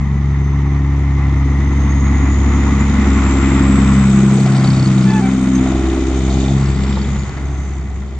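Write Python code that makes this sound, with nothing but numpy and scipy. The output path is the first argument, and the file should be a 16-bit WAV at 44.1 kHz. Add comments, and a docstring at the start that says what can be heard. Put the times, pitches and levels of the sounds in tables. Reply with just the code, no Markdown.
"""Diesel truck on a gravel forest road

A loaded six-cylinder truck climbs, passes close by and drives off. The exhaust is a harmonic series on
the firing rate, combed by a ground echo; uneven cylinders add lines between. Gated noise makes the block
clatter, wavering sines the turbocharger whistle, random bursts the tyres on gravel; driven resonances make
panels rattle, decaying sines dull knocks, chains and hooks, and swelling harmonics a log bunk's squeak."""
import sys
import numpy as np
from scipy import signal
from scipy.fft import rfft, irfft, next_fast_len
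from scipy.io import wavfile
from scipy.ndimage import uniform_filter1d

SR = 44100
rng = np.random.default_rng(int(sys.argv[2]) if len(sys.argv) > 2 else 0)


def output_pcm(signal):
    """Save a mono or channel-first signal as 16-bit PCM at the path in sys.argv[1].

    Samples are clipped to [-1, 1] before scaling.
    """
    pcm = np.clip(np.atleast_2d(signal).T, -1, 1) * 32767
    wavfile.write(sys.argv[1], SR, np.round(pcm).astype(np.int16))


N = 361175


def ground_echo(multiple, hz, delay):
    """Interference: the direct sound and its delayed ground echo add or cancel with their phase difference."""
    return 1 + 0.59 * np.exp(-2j * np.pi * multiple * hz * delay)


def harmonic_levels(first_db, overtone_db, bright_db, echo):
    """Spectral envelope: overtones follow a slope per octave, the ground echo and slow changes of level."""
    # Relative levels of harmonics 2 to 6 in dB.
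    relative_db = [1.5, 0, -4.5, -13.5, -25]
    # Levels of the upper exhaust harmonics rise and fall. Each row: time in seconds, seventh harmonic in dB
    # before a fixed cut, then lifts of the fourth, fifth and sixth in dB.
    upper_harmonics = [(0, -53, 1.5, 1, -1), (.5, -51, 0, -2.5, 5), (1, -49, 4, 2, -2),
                       (1.5, -44, 2.5, 0.5, -2), (1.9, -41.5, -1.5, 0.5, 2), (2.3, -41.5, 4, 5, -2),
                       (2.6, -38.5, -2, 3.5, 2), (2.9, -37, -2, 0.5, -1), (3.2, -41.5, -1.5, -3, -5),
                       (3.5, -36.5, 0, 1, -3), (3.8, -33.5, 1.5, 0.5, -10), (4.1, -43, -8, -2.5, -2),
                       (4.4, -47, 1.5, -1.5, 5), (4.7, -49, 1.5, 3, -6), (5, -37.5, -2.5, -2, -3),
                       (5.3, -38, 1.5, 4.5, 9), (5.6, -44, 1, -2.5, 1), (5.9, -54, -4, 3, 3.5),
                       (6.2, -45, 3.5, 1, 4.5), (6.5, -42, 3, -1.5, -4.5), (6.8, -53, -10, 0, 3),
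                       (7.1, -49, -13, -3.5, -5), (7.4, -60, 6, -5, -1), (7.8, -59, 0.5, 2, 2),
                       (8.19, -53, -11, -5, 1)]
    levels_db = [first_db]
    for k, db in enumerate(relative_db, 2):
        slope_db = bright_db * np.log2(k / 2)
        levels_db.append(overtone_db + db + slope_db + 20 * np.log10(np.abs(echo(k))))
    seventh_db, *lifts_db = in_time(upper_harmonics)
    lifted_db = [db + lift_db for db, lift_db in zip(levels_db[3:], lifts_db)]
    return levels_db[:3] + lifted_db + [seventh_db - 3.5]


def exhaust(firing, hz, levels_db, echo, waver_db, lean):
    """Fourier synthesis: firing harmonics with turbulent puffs, and phase-locked lines of uneven cylinders."""
    # Trees and load slowly turn each overtone's phase. Each row: time in seconds, rms turn in radians.
    scatter_rows = [(0, .12), (2.4, .2), (3.2, .5), (4.8, .5), (5.2, .15), (6.2, .2), (8.19, .4)]
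    # How much the uneven lines stand out. Each row: time in seconds, level in dB.
    unevenness = [(0, -4), (1.6, -4), (2.4, -.5), (3.2, -1), (3.5, -4), (4.3, -4), (4.7, 0), (5.3, -5),
                  (5.7, -10), (6.2, -10), (7, -6), (8.19, -4)]
    # The pulses grow compact as the truck draws near and stay so. Each row: time in seconds, share of the
    # stacks' phase turn.
    through_stacks = [(0, 1), (2.9, 1), (3.4, .4), (4.3, .4), (4.9, 0), (8.19, 0)]
    # The drone breaks up behind load and trees. Each row: time in seconds, level in dB of each quadrature
    # of the turbulent puffs relative to the harmonics.
    puffs = [(0, -31), (4, -30), (6.2, -31), (6.8, -25), (7.3, -14), (8.19, -11.5)]
    # Mean phase in radians of each family of uneven lines, by sixths modulo six.
    pattern_rad = [0, 2.1, 0, 1.5, 0, -2.1]
    # Each row: frequency in sixths of the firing rate, offset in dB from the harmonics around.
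    uneven = [(3, -50), (8, -13), (9, -7), (13, -40), (14, -14.5), (15, -9), (16, -59.5), (19, -11.5),
              (20, -8.5), (21, -11.5), (22, -11.5), (23, -19.5), (25, -27), (26, -28), (27, -11.5),
              (28, -11.5), (31, -13), (32, -3), (33, -8.5), (34, -8.5), (38, -12)]
    stack_hz, stack_width_hz = (245, 385), 15
    spread, = in_time(scatter_rows)
    scatter = [0, 0] + [spread * drift(.25) for _ in range(7)]
    stand_db, = in_time(unevenness)
    through, = in_time(through_stacks)
    puff_db, = in_time(puffs)

    def phase(multiple):
        """Linear filtering: each resonance turns the phase above it by half a cycle; the echo turns it too."""
        turn = 0
        for pipe_hz in stack_hz:
            turn = turn + np.arctan((multiple * hz.mean() - pipe_hz) / stack_width_hz) + np.pi / 2
        source = multiple * (firing + lean)
        return source - through * turn + scatter[round(multiple)] + np.angle(echo(multiple))

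    out = 0
    for k, level_db in enumerate(levels_db, 1):
        # The fundamental is puffed at a quarter of the amplitude.
        puff = from_db(puff_db) * min(k / 2, 1) ** 2 * (drift(12) + 1j * drift(12))
        out = out + from_db(level_db) * np.imag((1 + puff) * np.exp(1j * phase(k)))
    pattern = [rad + .25 * drift(1) for rad in pattern_rad]
    for sixths, under_db in uneven:
        # The level is interpolated between the neighbouring harmonics.
        place = np.clip(sixths / 6 - 1, 0, 5)
        low = min(int(place), 4)
        around_db = levels_db[low] + (place - low) * (levels_db[low + 1] - levels_db[low])
        line = np.sin(phase(sixths / 6) + pattern[sixths % 6])
        out = out + from_db(around_db + under_db + stand_db + waver_db * drift(1.3)) * line
    return np.sqrt(2) * out


def block_clatter(firing, level_db):
    """Amplitude modulation: combustion gates noise whose spectrum shifts from the front to the side view."""
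    # From afar, ahead of the truck. Each row: frequency in hertz, relative density in dB per hertz.
    ahead_spectrum = [(410, -31.5), (700, -6), (774, -2), (877, -1.5), (942, -1.5), (1090, -1), (1170, -1),
                      (1270, -2.5), (1580, -13.5), (2030, 2), (2250, -9.5), (2900, -20.5), (3770, -50.5),
                      (6380, -120)]
    # Alongside it. Each row: frequency in hertz, relative density in dB per hertz.
    beside_spectrum = [(440, -37.5), (750, -8.5), (874, -16), (919, -5), (1130, 1.5), (1230, -2), (1390, 2),
                       (1610, -6), (2250, -4), (2900, -13.5), (3770, -43.5), (6380, -120)]
    # Each row: time in seconds, power share heard from the side.
    alongside = [(0, 0.0074), (2, 0.072), (3.4, 0.5), (4.2, 0.8), (6.8, 0.51), (8.19, 0.35)]
    side, = in_time(alongside)
    knocking = firing_gate(firing, depth=0.35) * from_db(1.0 * drift(17))
    ahead = np.sqrt(1 - side) * coloured(ahead_spectrum, knocking)
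    beside = np.sqrt(side) * coloured(beside_spectrum, knocking)
    return from_db(level_db) * (ahead + beside)


def rattle(firing):
    """Forced resonance: each firing thumps the pipe and shakes the panels, one cylinder harder than the rest."""
    # Each row: time in seconds, pipe rasp in dB, panel rattle in dB.
    rattle_rows = [(0, -56.5, -64.5), (3.9, -46.5, -63.5), (4.3, -37, -50), (4.55, -32, -38),
                   (4.7, -34.5, -37.5), (4.9, -38.5, -42), (5.1, -40, -42), (5.55, -40, -61),
                   (5.7, -31.5, -53), (5.95, -35.5, -55), (6.2, -38.5, -61), (6.33, -35, -43),
                   (6.52, -31, -46), (6.62, -44, -45), (6.9, -53, -44), (7.5, -44, -59), (8.19, -48.5, -64)]
    # Pipe resonances. Each row: frequency in hertz, width in hertz, gain in dB.
    pipe_modes = [(610, 110, -3), (730, 130, 0), (830, 90, -5)]
    # Panel resonances. Each row: frequency in hertz, width in hertz, gain in dB.
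    panel_modes = [(2940, 130, -15), (3830, 96, -2.5), (4500, 200, 3.5), (5100, 330, -2.5),
                   (5500, 300, -3.5)]
    # Mean force in dB of each cylinder of the cycle.
    cylinders_db = [4.5, -1, 1.5, -1.5, 0, -3.5]
    rasp_db, rattle_db = in_time(rattle_rows)
    turn = firing / (2 * np.pi)
    count = np.floor(turn).astype(int)
    chance_db = 1.9 * rng.standard_normal(np.ptp(count) + 1)
    force_db = np.array(cylinders_db)[count % 6] + chance_db[count]
    # Each burst decays by 13 dB until the next firing.
    noise = rng.standard_normal((4, N)) * from_db(force_db - 13 * (turn - count))
    thumps = np.diff(count, prepend=count[0]) * from_db(.5 * force_db)
    rasp = from_db(rasp_db) * resonances(thumps + 0.1 * noise[3], pipe_modes)
    shared_and_own = noise[0] + 0.48 * noise[1:3]
    return rasp + from_db(rattle_db) * resonances(shared_and_own, panel_modes)


def turbo(firing):
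    """Frequency modulation: a thin wavering whistle with a smear 2.5 % lower, and firing-gated intake hiss."""
    # Each row: time in seconds, whistle in hertz before smoothing, whistle in dB before its spin-down fade,
    # intake hiss in dB, left-right difference of the whistle in dB.
    turbo_rows = [(0, 6300, -67, -53, -11), (.45, 6250, -57.5, -53.5, -4), (1, 6006, -64.5, -51, -10),
                  (1.5, 6220, -60, -48.5, -14), (1.9, 6520, -47.5, -44.5, -7),
                  (2.8, 7110, -47, -28.5, -6.5), (3.3, 7410, -41, -24, 2), (3.7, 7720, -42, -32, 6.5),
                  (4.4, 8060, -49, -33, 7.5), (5.2, 8240, -55, -35.5, 5.5), (6, 8150, -62, -36.5, 8),
                  (6.4, 8060, -60, -33, 11.5), (6.9, 7520, -47.5, -42, 2), (7.2, 7014, -51, -37, -1),
                  (7.4, 6675, -67, -38, -18.5), (7.5, 6440, -62, -37, -17), (7.57, 6300, -51.5, -37, -15),
                  (7.68, 6090, -56, -38, -15), (7.8, 5910, -66, -41, -19), (8.19, 5517, -73, -48, -18)]
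    # Each row: time in seconds, smear over the whistle in dB, share of hiss not dulled by air.
    turbo_air = [(0, 3, 0.0098), (2, -1, 0.05), (3.4, 2.5, 0.53), (4.2, 4.5, 0.73), (7.1, 0, 0.78),
                 (7.45, -12, 0.54), (8.19, -14, 0.66)]
    # Intake hiss. Each row: frequency in hertz, relative density in dB per hertz.
    intake = [(3240, -34), (5500, -18.5), (6060, 1.5), (6840, 5.5), (7240, 2.5), (8420, -16), (10900, -58),
              (18500, -120)]
    hz, whistle_db, hiss_db, side_db = in_time(turbo_rows)
    smear_db, clear = in_time(turbo_air)
    # The whistle dies as the rotor spins down.
    whistle_db = whistle_db - np.clip((5980 - hz) / 8, 0, 40)
    phase = 2 * np.pi * np.cumsum(inertia(hz) * (1 + 0.001 * drift(25))) / SR
    gain = np.sqrt(2) * from_db(whistle_db + 4.1 * drift(41))
    whistle = gain * np.array([np.sin(phase), np.sin(phase + 0.23 + 0.39 * drift(1.3))])
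    below = np.exp(1j * phase * .975)
    smear = np.array([np.imag(below * (drift(150) + 1j * drift(150))) for _ in "LR"])
    smear = smear * from_db(whistle_db + smear_db)
    breath = firing_gate(firing, depth=2.2) * from_db(1.4 * drift(21))
    hiss = from_db(hiss_db) * coloured(intake, breath)
    # Air dulls the far hiss.
    dull = signal.sosfilt(signal.butter(4, 7000, fs=SR, output="sos"), hiss)
    hiss = clear * hiss + (1 - clear) * dull
    return pan(whistle + smear, side_db) + pan(hiss, 0.29 * side_db)


def tyre_hiss(firing, tyre_db):
    """Superposed impacts: gravel bursts and the firing modulate coloured noise."""
    # Each row: frequency in hertz, relative density in dB per hertz.
    hiss_spectrum = [(1410, -40), (2400, 2.5), (2790, -9), (3070, 3), (3300, -1.5), (3620, 2.5), (4110, -5),
                     (4480, -8.5), (5090, -7), (6000, -7), (7800, -46), (13200, -120)]
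    return from_db(tyre_db) * coloured(hiss_spectrum, gravel(150, 1.8) * firing_gate(firing, depth=2.5))


def roar(tyre_db):
    """Superposed impacts: low noise under a gravel envelope follows the swing of the tyre noise."""
    # Each row: frequency in hertz, relative density in dB per hertz.
    roar_spectrum = [(250, 2), (400, 6), (520, -3.5), (700, -3.5), (850, -3.5), (1200, -29)]
    level_db = -42 + tyre_db - tyre_db.mean()
    return from_db(level_db) * coloured(roar_spectrum, gravel(80, 4.5), band=(480, 780))


def rumble(rumble_db, delay):
    """Comb filtering: low road noise is joined by its bounce off the road."""
    # Each row: frequency in hertz, relative density in dB per hertz.
    rumble_spectrum = [(15, -32), (25, -10), (40, -9), (55, -2.5), (90, -3), (140, 4), (220, 5), (310, -1),
                       (420, -14), (600, -57)]
    return from_db(rumble_db) * with_echo(coloured(rumble_spectrum, 1, band=(20, 55)), delay, .7)


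def grit():
    """Impulse excitation: single stones snap sharply, each stronger on its own side."""
    # Each row: time in seconds, level in dB.
    grit_rows = [(0, -66), (3.8, -54), (4.4, -46), (4.7, -43), (5.1, -47), (5.8, -49), (6.2, -46),
                 (7.1, -46), (7.5, -55), (8.19, -64)]
    snaps_per_s = 190  # both sides together
    struck = rng.random((2, N)) < snaps_per_s / 2 / SR
    strength = from_db(5.4 * np.minimum(rng.exponential(1, (2, N)), 4))
    snaps = struck * strength * rng.choice([-1, 1], (2, N))
    snaps = snaps + .6 * snaps[::-1]
    band = signal.butter(2, [1000, 3900], "band", fs=SR, output="sos")
    return from_db(in_time(grit_rows)[0]) * rms_one(signal.sosfilt(band, snaps + 1e-18))


def squeak():
    """Stick-slip of steel on steel: a log bunk's harmonic cries swell, waver, sag in pitch and fade."""
    # Each row: start in seconds, length in seconds, starting pitch in hertz, sag in hertz per second,
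    # levels of harmonics 1 to 4 in dB before swell and flicker.
    squeaks = [(5.053, .085, 880, 240, -33, -30, -38, -45), (5.122, .086, 888, 450, -25, -32, -38, -46),
               (5.203, .088, 776, 100, -27.5, -40, -34, -54)]
    out = np.zeros(N)
    waver_hz = 5 * drift(18)
    waver = np.cumsum(waver_hz) / SR
    flicker = [from_db((1.8 + .6 * k) * drift(40)) for k in range(4)]
    for start, length, hz, sag, *levels_db in squeaks:
        age = np.arange(round(length * SR)) / SR
        first = round(start * SR)
        span = slice(first, first + len(age))
        phase = 2 * np.pi * (hz * age - sag * age ** 2 / 2 + waver[span])
        swell = np.abs(np.sin(np.pi * (age / length) ** 1.3))
        cry = 0
        for k, level_db in enumerate(levels_db, 1):
            # Higher harmonics build up later and fade sooner.
            gain = from_db(level_db) * flicker[k - 1][span] * swell ** (.35 * k)
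            cry = cry + gain * np.sin(k * phase)
        out[span] += np.sqrt(2) * cry
    return out


def chains():
    """Free vibration: struck chain links ring briefly."""
    # Each row: start in seconds, initial level in dB before the rise, ring in hertz, 60 dB decay in seconds.
    clinks = [(5.279, -32, 6970, .04), (5.552, -24.5, 6310, 0.093), (5.61, -28, 6970, 0.072)]
    return sum(ring(s, db, hz, t60, rise=0.00051) for s, db, hz, t60 in clinks)


def hooks():
    """Modal superposition: loose stakes and hooks tick on two close modes with a dry crack."""
    # Each row: start in seconds, initial level of the main mode in dB before the rise, its ring in hertz.
    ticks = [(4.4468, -34, 3650), (4.4638, -35, 3550), (4.5536, -32, 3870), (4.578, -31, 3690),
             (4.645, -18, 3860), (4.6748, -19, 4500), (4.7038, -33, 4640), (4.7362, -24, 3720),
             (4.7641, -28, 4460), (4.796, -18, 4370), (4.827, -30, 4380), (4.844, -23, 4500),
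             (4.8583, -19, 4330), (4.875, -23, 4780), (4.9497, -36, 4450), (4.9816, -22, 3730),
             (5.0123, -31, 3800), (5.0907, -26, 3400), (5.1378, -23, 3400), (5.3882, -37, 3600),
             (5.681, -28, 3770), (5.7574, -29, 3560), (5.8636, -24, 3722), (6.1824, -33, 3622),
             (6.3035, -23, 3750), (6.3306, -42, 3470), (6.3491, -26, 3700), (6.4054, -24, 3680),
             (6.4513, -22, 3607), (6.498, -23, 3577), (6.5567, -31, 3560), (6.8229, -33, 3554),
             (6.8404, -29, 3640), (6.9131, -32, 3700), (6.9282, -23, 3494), (6.9601, -25, 3700),
             (7, -32, 3400), (7.0459, -24, 3370), (7.092, -31, 3400), (7.165, -31, 3500),
             (7.314, -37, 3600)]
    t60_s, crack_db = .022, -9
    out = 0
    for s, db, hz in ticks:
        out = out + ring(s, db, hz, t60_s, rise=0.00061)
        out = out + ring(s, db - 10.5, hz * 1.13, t60_s, rise=0.0004)
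        out = out + ring(s, db + crack_db, hz * .6, .005, rise=.0001)
        out = out + ring(s, db + crack_db, hz * .8, .004, rise=.0001)
    return out


def dull_knocks():
    """Modal superposition: dull, quickly damped knocks of four modes, the early ones once per engine cycle."""
    # Each row: start in seconds, reference level in dB, reference ring in hertz.
    knocks = [(4.461, -25, 748), (4.553, -21.5, 790), (4.645, -13.5, 598), (4.732, -19, 672),
              (4.824, -19.5, 673), (6.9705, -13.5, 880), (7.16, -20.5, 850), (7.241, -28, 846),
              (7.29, -22, 800)]
    modes = ((.62, -3), (.8, -6), (1, -1), (1.3, -6))  # frequency ratio, relative dB
    out = 0
    for s, db, hz in knocks:
        for ratio, under_db in modes:
            out = out + ring(s, db + under_db, hz * ratio, .028)
    return out


def cracks():
    """Exponential decay: short broadband noise cracks, most of them with the dull knocks."""
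    # Each row: start in seconds, initial noise envelope in dB before the band filter and its gain,
    # 60 dB decay in seconds.
    crack_rows = [(4.46, -32, .012), (4.552, -31, .015), (4.642, -25, .035), (4.657, -28, .015),
                  (4.733, -29, .025), (4.826, -29, .025), (4.875, -32, .01), (4.967, -31, .012),
                  (5.012, -32, .012), (7.163, -33, .015), (7.235, -28, .006), (7.243, -31, .008),
                  (7.294, -32, .02)]
    envelope, t = np.zeros(N), np.arange(SR // 10) / SR
    for s, db, t60 in crack_rows:
        first = round(s * SR)
        envelope[first:first + len(t)] += from_db(db - 60 * t / t60)
    band = signal.butter(2, [500, 4800], "band", fs=SR, output="sos")
    return 2 * signal.sosfilt(band, envelope * rng.standard_normal(N) + 1e-18)


def trailer():
    """Random excitation: uneven small blows ring the trailer's stakes and chains."""
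    # Each row: time in seconds, level in dB.
    trailer_rows = [(0, -79), (5.5, -53), (5.8, -44), (6, -52), (6.2, -57), (6.3, -44), (6.5, -44),
                    (6.6, -52), (6.8, -53), (6.95, -50), (7.1, -52), (7.3, -57), (8.19, -82)]
    # Each row: resonance in hertz, width in hertz, gain in dB.
    gear_modes = [(2880, 200, -4.5), (3620, 200, 0)]
    blows_per_s = 320
    struck = rng.random(N) < blows_per_s / SR
    strength = from_db(6.3 * np.minimum(rng.exponential(1, N), 4))
    blows = struck * strength * rng.choice([-1, 1], N)
    return from_db(in_time(trailer_rows)[0]) * resonances(blows, gear_modes)


def firing_gate(firing, depth):
    """Amplitude modulation: each combustion throws a burst of noise, swinging by plus or minus depth dB."""
    return from_db(depth * np.cos(firing))


def gravel(per_s, spread_db):
    """Shot noise: stones crack at random, each leaving a short decay in the envelope."""
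    strength = from_db(spread_db * np.minimum(rng.exponential(1, N), 4))
    bursts = (rng.random(N) < per_s / SR) * strength
    return 1 + signal.lfilter([1], [1, -.992], bursts) * 0.26


def inertia(hz):
    """Rotational inertia: speed changes smoothly, here by a quarter-second moving average."""
    return uniform_filter1d(hz, SR // 4, mode="nearest")


def with_echo(x, delay, strength):
    """Reflection: direct sound plus its delayed bounce off the road."""
    at = np.arange(N)
    return x + strength * np.array([np.interp(at - delay * SR, at, side) for side in x])


def resonances(x, modes):
    """Modal response: parallel two-pole resonators of alternating sign, scaled to rms 1."""
    out = 0
    for k, (hz, width, db) in enumerate(modes):
        r = np.exp(-np.pi * width / SR)
        b = (1 - r * r) / 2 * np.array([1, 0, -1])
        a = [1, -2 * r * np.cos(2 * np.pi * hz / SR), r * r]
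        out = out + (-1) ** k * from_db(db) * signal.lfilter(b, a, x)
    return rms_one(out)


def ring(at, level_db, hz, t60, rise=0.00088):
    """Damped oscillation: one sine struck at time at, with a short rise and exponential decay."""
    out, start = np.zeros(N), round(at * SR)
    t = np.arange(min(int(t60 * SR), N - start)) / SR
    envelope = from_db(level_db - 60 * t / t60) * (1 - np.exp(-t / rise))
    out[start:start + len(t)] = envelope * np.sin(2 * np.pi * hz * t)
    return out


def coloured(spectrum, envelope, band=None):
    """Partial coherence: shaped stereo noise from mid and side parts, scaled by its power within band."""
    # Each row: frequency in hertz, left-right likeness from 0 to 1.
    likeness = [(60, 0.63), (250, 1), (500, 0.82), (1000, 0.9), (2000, 0.63), (4000, 0.17), (8000, 0.065)]
    size = next_fast_len(N)
    hz = np.fft.rfftfreq(size, 1 / SR)
    mid, side = rfft(rng.standard_normal((2, N)) * envelope, size) * from_db(at_hz(spectrum, hz))
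    alike = at_hz(likeness, hz)
    mid, side = np.sqrt(1 + alike) * mid, np.sqrt(1 - alike) * side
    inside = mid if band is None else mid * (hz > band[0]) * (hz < band[1])
    # The mid power in the band is scaled up to mid and side together.
    mid_power = np.mean(np.abs(mid) ** 2)
    both_power = np.mean(np.abs(mid) ** 2 + np.abs(side) ** 2)
    power = np.var(irfft(inside, size)[:N]) * both_power / mid_power
    return irfft(np.array([mid + side, mid - side]), size)[:, :N] / np.sqrt(power)


def drift(rate):
    """Low-pass random process: slow chance of rms 1, with its corner near rate in hertz."""
    # Computed at every 40th sample, then interpolated.
    r = np.exp(-80 * np.pi * rate / SR)
    slow = signal.lfilter([1], [1, -2 * r, r * r], rng.standard_normal(N // 40 + 2002))[2000:]
    return np.interp(np.arange(N) / 40, np.arange(len(slow)), rms_one(slow))


def pan(x, db):
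    """Interaural level difference: left over right by db."""
    return x * from_db(np.outer([.5, -.5], db))


def from_db(db):
    """Logarithmic level: decibels to amplitude ratio."""
    return 10 ** (np.asarray(db) / 20)


def rms_one(x):
    """Effective value: scale to rms 1."""
    return x / np.sqrt(np.mean(x ** 2) + 1e-20)


def in_time(rows):
    """Linear interpolation: each column after the first becomes a curve over the samples."""
    s, *columns = np.transpose(rows)
    return [np.interp(np.arange(N) / SR, s, c) for c in columns]


def at_hz(points, hz):
    """Logarithmic frequency scale: interpolate the points along it."""
    return np.interp(np.log(hz + 1), np.log(np.array(points)[:, 0]), np.array(points)[:, 1])


def scene():
    """Linear superposition: one firing phase and echo delay drive the engine and road, and all is summed."""
    # Each row: time in seconds, firing rate in hertz before smoothing, fundamental in dB, overtones in dB,
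    # their brightness in dB per octave, lag of the ground echo in milliseconds.
    exhaust_rows = [(0, 69.52, -17.5, -23, -3, 1.65), (.35, 69.4, -15.5, -18.5, -6.5, 2.26),
                    (.7, 69.5, -15.5, -17.5, -6.5, 2.45), (1, 69.5, -14.5, -19, -8, 2.46),
                    (1.3, 68.4, -14, -18, -8, 2.46), (1.7, 68.9, -13.5, -17.5, -11, 3),
                    (2.05, 68.76, -12.5, -14, -15, 3.39), (2.45, 68.67, -12, -22, -5, 3.1),
                    (2.8, 69.07, -14, -13.5, -8.5, 3.4), (2.95, 68.6, -14.5, -18.5, -4, 4.1),
                    (3.1, 67.28, -12.5, -22.5, 4.5, 3.53), (3.3, 67.23, -14, -22.5, 4, 3.3),
                    (3.55, 67.23, -14.5, -15.5, 0, 3.03), (3.9, 66.97, -14.5, -11, -9.5, 4.1),
                    (4.2, 67.14, -23.5, -16.5, 4, 5.4), (4.54, 66.15, -38.5, -16, -4, 6.07),
                    (4.75, 65.43, -26.5, -17.5, -3.5, 6.51), (4.98, 64.6, -34.5, -17.5, 3.5, 6.21),
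                    (5.14, 64.23, -30.5, -18, 1, 5.4), (5.3, 64.85, -27, -18.5, -0.5, 4.4),
                    (5.45, 65.1, -25.5, -18, 0.5, 3.8), (5.6, 64.7, -22, -17, 2.5, 3.34),
                    (5.78, 65.76, -17, -26, 9.5, 2.94), (5.95, 65.54, -19, -37, 17.5, 3.02),
                    (6.25, 66.24, -16, -23, 6.5, 1.96), (6.4, 65.55, -16, -25.5, 11.5, 2.03),
                    (6.55, 67.87, -20, -15.5, 2, 1.95), (6.7, 66.96, -17, -20.5, 1.5, 2.03),
                    (6.85, 66.8, -17, -28, 9, 1.03), (7.05, 67.6, -18.5, -28.5, 5, 1.093),
                    (7.22, 68.03, -19, -28, -1, 1.63), (7.33, 68, -28, -34, 0.5, 2.06),
                    (7.45, 67.9, -19, -27, -5, 2.22), (8.19, 67, -24.5, -53.5, 19.5, 1.64)]
    # Each row: time in seconds, road rumble in dB, tyre noise in dB, block clatter in dB.
    rolling = [(0, -43.5, -50, -34.5), (.8, -57, -48.5, -33.5), (1.46, -45.5, -45.5, -32),
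               (2.14, -42.5, -42.5, -29), (3.31, -42, -36, -24.5), (3.9, -39, -35.5, -25.5),
               (4.31, -59.5, -37.5, -31), (4.65, -45.5, -37, -28.5), (5.3, -45, -39.5, -32),
               (5.86, -41.5, -39, -31), (6.41, -45, -36, -34.5), (6.65, -42, -42, -32),
               (6.91, -45, -38, -33), (7.3, -44.5, -45.5, -35.5), (7.87, -47.5, -52, -40.5),
               (8.19, -49.5, -50.5, -44.5)]
    hz, first_db, overtone_db, bright_db, lag_ms = in_time(exhaust_rows)
    rumble_db, tyre_db, clatter_db = in_time(rolling)
    hz, delay = inertia(hz), lag_ms / 1000
    firing = 2 * np.pi * np.cumsum(hz) / SR
    # The cycle is counted from one blow of the hardest cylinder, at 4.642 s.
    firing = firing - firing[round(4.642 * SR)]

    def echo(multiple):
        """Interference at a multiple of the firing rate."""
        return ground_echo(multiple, hz, delay)

    levels_db = harmonic_levels(first_db, overtone_db, bright_db, echo)
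    drone = exhaust(firing, hz, levels_db, echo, waver_db=1.6, lean=0.28)
    engine = drone + block_clatter(firing, clatter_db) + rattle(firing) + turbo(firing)
    road = tyre_hiss(firing, tyre_db) + roar(tyre_db) + rumble(rumble_db, delay) + grit()
    loose_steel = squeak() + chains() + hooks() + trailer()
    return engine + road + loose_steel + dull_knocks() + cracks()


def record(dry):
    """Transduction: two ports differ in colour and phase; soft saturation rounds peaks, a low-pass cuts the top."""
    # Each row: frequency in hertz, left-right difference in dB.
    balance_db = [(60, .4), (250, 1.2), (900, -1.8), (2000, 1.5), (4000, 2), (6000, 0)]
    # Each row: frequency in hertz, lead of the left port in radians.
    left_lead = [(100, 0), (500, .08), (1400, .3), (2000, .8), (3000, .9), (5000, .9), (8000, .9)]
    cutoff_hz = 8570
    size = next_fast_len(N)
    hz = np.fft.rfftfreq(size, 1 / SR)
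    lead = np.exp(1j * np.outer([.5, -.5], at_hz(left_lead, hz)))
    ports = irfft(lead * pan(rfft(dry, size), at_hz(balance_db, hz)), size)[:, :N]
    rounded = ports / (1 + np.abs(ports / .97) ** 8) ** .125
    return signal.sosfilt(signal.ellip(9, .5, 65, cutoff_hz, fs=SR, output="sos"), rounded)


dry = scene()
out = record(dry)
output_pcm(out)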